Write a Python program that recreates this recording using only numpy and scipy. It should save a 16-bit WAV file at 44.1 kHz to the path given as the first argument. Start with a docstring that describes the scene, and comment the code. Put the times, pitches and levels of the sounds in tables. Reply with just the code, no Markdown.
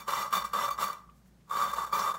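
"""Lapping a valve by hand

Close up in a workshop, a lapping stick twists a valve to and fro on its seat. Each twist crushes
grinding paste: dense grit rasps, rings the steel and makes the valve judder near 1.2 kHz.
Four twists, a pause to change grip, two more; a small room and a low hum lie behind."""
import sys
import numpy as np
from scipy import signal
from scipy.fft import rfft, irfft, next_fast_len
from scipy.io import wavfile

SR = 44100
rng = np.random.default_rng(int(sys.argv[2]) if len(sys.argv) > 2 else 0)


def put_to_file(sound):
    """Save the sound as 16-bit audio at rate SR, in the file named by the first command-line argument."""
    columns = np.atleast_2d(sound).T  # one column per channel
    safe = np.clip(columns, -1, 1)
    whole_steps = np.round(safe * 32767)
    wavfile.write(sys.argv[1], SR, whole_steps.astype(np.int16))


N = 96182

# Tone of the workshop's rumble: f/Hz, relative level/dB
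RUMBLE_COLOUR = [(20, -26), (45, -13.5), (90, -15), (120, 0), (190, 3), (270, -10.5), (500, -16.5),
                 (1200, -21), (2500, -29.5), (6000, -31.5), (15000, -37.5)]
# Skin brushing the wooden stick: middle t/s, half length/s, level/dB
FINGER_BRUSHES = [(1.174, 0.047, -75), (1.275, 0.024, -72.5)]
# Fingers tapping the stick: t/s, f/Hz, level/dB
FINGER_TAPS = [(1.097, 2570, -66), (1.259, 1910, -69.5), (1.407, 2325, -68)]
# A hard grain breaking: t/s, f/Hz, width/Hz, decay/s, level/dB
HARD_GRAIN = (1.992, 5200, 2000, .014, -39)
# Coarse grains catching and crumbling: t/s, level/dB
GRAIN_CATCHES = [(0.107, -39.5), (.308, -53), (0.533, -40), (0.684, -42.5), (0.708, -44), (.732, -50),
                 (.879, -43.5), (0.93, -47), (1.699, -54), (1.714, -49)]
# Coarse grains jolting the valve: t/s, peak level/dB
GRAIN_JOLTS = [(0.084, -26.5), (.135, -25.5), (.227, -28), (.326, -21.5), (.335, -15), (.446, -27),
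               (.532, -26.5), (0.559, -23.5), (0.589, -23), (0.66, -26.5), (.68, -28.5), (0.689, -23.5),
               (0.708, -28), (0.786, -26), (.828, -21.5), (0.876, -34), (0.928, -37), (0.968, -41),
               (1.09, -47.5), (1.511, -23.5), (1.614, -21), (1.65, -23), (1.734, -23), (1.93, -45),
               (1.951, -25.5), (2.061, -24), (2.097, -25.5)]
# Pushes of the hand: t/s, rise/s, length/s, rasp drive level/dB, change over the push/dB,
# judder offset/dB, hiss offset/dB
HAND_PUSHES = [(-.04, .01, 0.039, -56.5, 2, 3.5, 2), (0.076, 0.0036, 0.15, -43, -3.5, 3.5, 0),
               (0.245, .004, 0.016, -53.5, 0, 8.5, 0.5), (0.324, 0.0045, 0.05, -39.5, -3, 2, 1),
               (0.401, .004, 0.02, -50, 1.5, 2, -4), (0.437, 0.0025, 0.016, -45.5, -5.5, 3, 2.5),
               (0.529, 0.0071, 0.12, -43.5, 0.5, 2.5, -2), (0.673, 0.0054, 0.016, -49.5, -3, 10.5, 0),
               (0.701, 0.0023, 0.031, -46.5, -10.5, 4.5, 0.5), (0.777, 0.0023, 0.036, -49.5, 7, 1.5, -1),
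               (0.801, 0.0091, 0.035, -41, 0, 0.5, 1.5), (.862, 0.0051, 0.047, -49, -3, 5.5, -3.5),
               (0.932, .003, 0.053, -55.5, -8.5, -4, -6), (1.477, 0.0019, 0.008, -73, -3.5, -2, 6),
               (1.493, .002, .005, -59.5, 2, 2, 3.5), (1.505, 0.0035, 0.131, -51.5, 5, 7, 2.5),
               (1.56, 0.0055, 0.24, -43, -7.5, 2, -3.5), (1.72, 0.0023, 0.035, -50.5, -3, 8, 7),
               (1.759, .004, 0.1, -49.5, -3.5, 9, 3), (1.855, .004, 0.0083, -56.5, -3, 10, 0),
               (1.923, 0.0049, 0.18, -43, -4, 5, -0.5), (2.132, 0.0054, 0.01, -50.5, -2.5, 9.5, 3)]
# Moments when the valve sticks: t/s
STICKING_TIMES = [0.437, 0.699, 1.725, 1.752, 1.858, 2.134]
# Boom of the bench: f/Hz, width/Hz, relative level/dB
BENCH_BOOM = [(188, 19, -2.5), (201.4, 23, 4)]
# Low modes of the valve in its seat: f/Hz, width/Hz, relative level/dB
SEAT_JUDDER = [(481.7, 6.9, -25), (577.6, 25, -16.5), (648.5, 61, -23), (952, 18, -15), (1032, 38, -15),
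               (1120, 29, -4.5), (1169.8, 51, 2), (1210, 17.6, -16)]
# Ring of valve and cylinder head: f/Hz, width/Hz, relative level/dB
STEEL_RING = [(1997, 30, -1), (2333, 42, -3), (2900, 200, -14), (3500, 60, -9), (4050, 120, -14),
              (4517, 38, -3.5), (5589, 27, -3.5), (5884, 18, -8), (6282, 22, -10), (6547, 24, -7),
              (7470, 140, -18), (8900, 200, -19), (11400, 60, -15), (11720, 190, -14), (12400, 40, -16),
              (15400, 300, -14)]
# Singing note of the valve head: f/Hz, width/Hz, relative level/dB
HEAD_NOTE = [(3577, 36, 0)]
# Coarse rasp of crushed paste: f/Hz, relative level/dB
RASP_EQ = [(100, -22), (300, -16.5), (480, -8), (620, 8.5), (730, 5), (1000, 15), (1350, 6.5), (1600, 12.5),
           (1780, 4), (2200, -1), (3100, -4), (5000, -14), (9000, -27.5)]
# Fine hiss of the paste, also used for crackle and skin: f/Hz, relative level/dB
HISS_EQ = [(1500, -54.5), (3900, -7.5), (5000, -3.5), (6000, -1), (7500, 2), (10300, -5.5), (11700, 4.5),
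           (13100, -6.5), (14500, -0.5), (15400, -2)]


def undb(db):
    """Decibels to gain."""
    return 10 ** (np.asarray(db) / 20)


def unit(x):
    """Scale to rms 1."""
    return x / np.sqrt(np.mean(x ** 2))


def through(x, response):
    """Filter by a response over f/Hz, keeping the power of white noise."""
    size = next_fast_len(2 * N)
    gain = response(np.fft.rfftfreq(size, 1 / SR))
    return irfft(rfft(x, size) * gain / np.sqrt(np.mean(abs(gain) ** 2)), size)[:N]


def colour(x, points):
    """Shape the tone with an EQ curve."""
    hz, db = np.array(points).T
    return through(x, lambda f: undb(np.interp(np.log(f + 1), np.log(hz), db)))


def ring(x, modes):
    """Drive a bank of resonators."""
    return through(x, lambda f: sum(undb(db) * 1j * f * width / (hz ** 2 - f ** 2 + 1j * f * width)
                                    for hz, width, db in modes))


def lowpass(x, hz):
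    """Roll the treble off gently."""
    return signal.sosfilt(signal.butter(2, hz, fs=SR, output="sos"), x)


def waver(spread_db, per_s):
    """A gain that wanders at random, rms 1."""
    drift = unit(np.interp(np.arange(N) / SR * per_s, np.arange(N), rng.standard_normal(N)))
    return unit(undb(spread_db * drift))


def grains(per_s=8000, spread_db=-0.5):
    """Clicks of random timing and size, rms 1."""
    hits = rng.random(N) < per_s / SR
    polarity = np.sign(rng.standard_normal(N))
    return unit(hits * polarity * undb(spread_db * rng.standard_normal(N)))


def burst(t, start, hz, width, decay, db):
    """A band of noise with a hard attack and a dying tail."""
    band = [(hz, width, 0)]
    noise = unit(ring(ring(rng.standard_normal(N), band), band))
    return undb(db) * (t > start) * np.exp(-abs(t - start) / decay) * noise


def workshop(t, hum_hz=58.2):
    """The bed: low rumble and a wavering hum."""
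    hum = np.sqrt(2) * np.sin(2 * np.pi * hum_hz * t) * waver(spread_db=4, per_s=12)
    return undb(-64) * hum + undb(-61.5) * colour(rng.standard_normal(N), RUMBLE_COLOUR)


def room(x, t, low_t60_s=0.5, treble_t60_s=0.38, predelay_s=0.004):
    """The small room adds a diffuse tail whose treble is weaker and dies first."""
    low = lowpass(rng.standard_normal(N), hz=1800) * undb(-60 * t / low_t60_s)
    treble = rng.standard_normal(N) * undb(-4.5 - 60 * t / treble_t60_s)
    tail = (low + treble) * (t > predelay_s)
    return x + undb(-16.5) * signal.fftconvolve(x, tail / np.sqrt(np.sum(tail ** 2)))[:N]


def grip(t):
    """Fingers slide along the stick and tap it as the grip changes."""
    sliding = sum(undb(db) * np.exp(-((t - middle) / half) ** 2) for middle, half, db in FINGER_BRUSHES)
    brush = sliding * colour(rng.standard_normal(N), HISS_EQ)
    taps = sum(burst(t, start, hz, width=0.46 * hz, decay=0.0075, db=db) for start, hz, db in FINGER_TAPS)
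    return brush + taps


def crunch(t):
    """A hard grain breaks with a squeal and leaves the steel ringing."""
    squeal = burst(t, *HARD_GRAIN)
    return squeal + undb(-1.5) * ring(squeal, STEEL_RING)


def catches(t, decay_s=0.005):
    """Single coarse grains catch and crumble in a short crackle that rings the steel."""
    crumble = sum(undb(db) * (t > start) * np.exp(-abs(t - start) / decay_s)
                  for start, db in GRAIN_CATCHES)
    crackle = crumble * grains(per_s=3500)
    return colour(crackle, HISS_EQ) + ring(crackle, STEEL_RING)


def jolts(t, mode_hz=1184.4, rise_s=0.0028):
    """The valve rides over a coarse grain: its main mode swells for a few cycles and is damped again."""
    out = np.zeros(N)
    for start, db in GRAIN_JOLTS:
        phase, detune = rng.standard_normal(2)
        hz = mode_hz * (1 + 0.01 * detune)
        age = np.maximum(t - start, 0)
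        swell = (age / rise_s * np.exp(1 - age / rise_s)) ** 1.3
        out += undb(db) * swell * np.sin(2 * np.pi * (hz * age + phase))
    return out


def hand(t, creep_s=0.014, release_db_per_s=325, stick_s=0.005):
    """Envelopes for rasp, judder and hiss: each push creeps, bites, holds and dies as the valve slows."""
    envelopes = np.zeros((3, N))
    for start, rise, length, db, change_db, judder_db, hiss_db in HAND_PUSHES:
        age = t - start
        progress = np.clip(age / length, 0, 1)
        creep = undb(-13) * np.exp(np.minimum(age, 0) / creep_s)  # a faint scrape before the bite
        attack = np.maximum(np.clip(age / rise, 0, 1), creep)
        release_db = release_db_per_s * np.maximum(age - length, 0)
        rasp = attack * undb(db + change_db * progress - release_db)
        hiss = rasp * undb(hiss_db + 2 * progress)  # the paste gets finer and brighter
        envelopes = np.maximum(envelopes, [rasp, rasp * undb(judder_db), hiss])
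    stuck = sum(np.exp(-((t - moment) / stick_s) ** 2) for moment in STICKING_TIMES)
    return envelopes * undb(-14 * stuck)


def steel(force):
    """The grit rings the steel, and the valve head sings out under hard pressure."""
    shimmer = np.zeros(N)
    # The contact moves round the seat and favours one set of modes, then another.
    for modes in (STEEL_RING[0::2], STEEL_RING[1::2]):
        shimmer += ring(force * grains() * waver(spread_db=2.5, per_s=14), modes)
    pressure = force.max() * (force / force.max()) ** 1.19
    return undb(-2.5) * shimmer + undb(-2) * ring(pressure * grains(), HEAD_NOTE)


def paste(rasp, hiss, t, casting_t60_s=0.051):
    """Breaking grains rasp and hiss, coloured by the casting's countless small resonances."""
    clicks = grains()
    grit = undb(1) * colour(rasp * clicks, RASP_EQ) + undb(-3) * colour(hiss * clicks, HISS_EQ)
    tail = rng.standard_normal(N) * undb(-60 * t / casting_t60_s)
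    casting = (tail - lowpass(tail, hz=860)) / np.sqrt(np.sum(tail ** 2))
    wet = undb(-2.5)
    return (grit + wet * signal.fftconvolve(grit, casting)[:N]) / np.hypot(1, wet)


def valve(judder, rasp):
    """Stick and slip shake the valve in its seat and thump through to the bench."""
    slips = grains(per_s=1200, spread_db=2)
    seat = ring(judder * slips, SEAT_JUDDER)
    dark_seat = lowpass(lowpass(seat, hz=1527), hz=1596)
    bench = ring(rasp * slips, BENCH_BOOM)
    return undb(12.5) * dark_seat + undb(-9.5) * bench


def scene():
    """The mono mix: grinding and its accents in the room, over the workshop bed."""
    t = np.arange(N) / SR
    rasp, judder, hiss = hand(t)
    spurts = waver(spread_db=0.4, per_s=130)  # the paste breaks unevenly
    grit = paste(rasp * spurts, hiss * spurts, t)
    ringing = steel(np.sqrt(rasp * hiss) * spurts)
    grinding = grit + ringing + valve(judder, rasp)
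    accents = jolts(t) + catches(t) + crunch(t) + grip(t)
    return (room(grinding + accents, t) + workshop(t))[None]


def record(dry, top_hz=15700):
    """A steep high cut takes the air off the mix."""
    return signal.sosfilt(signal.ellip(10, .2, 80, top_hz, fs=SR, output="sos"), dry)


dry = scene()
out = record(dry)
put_to_file(out)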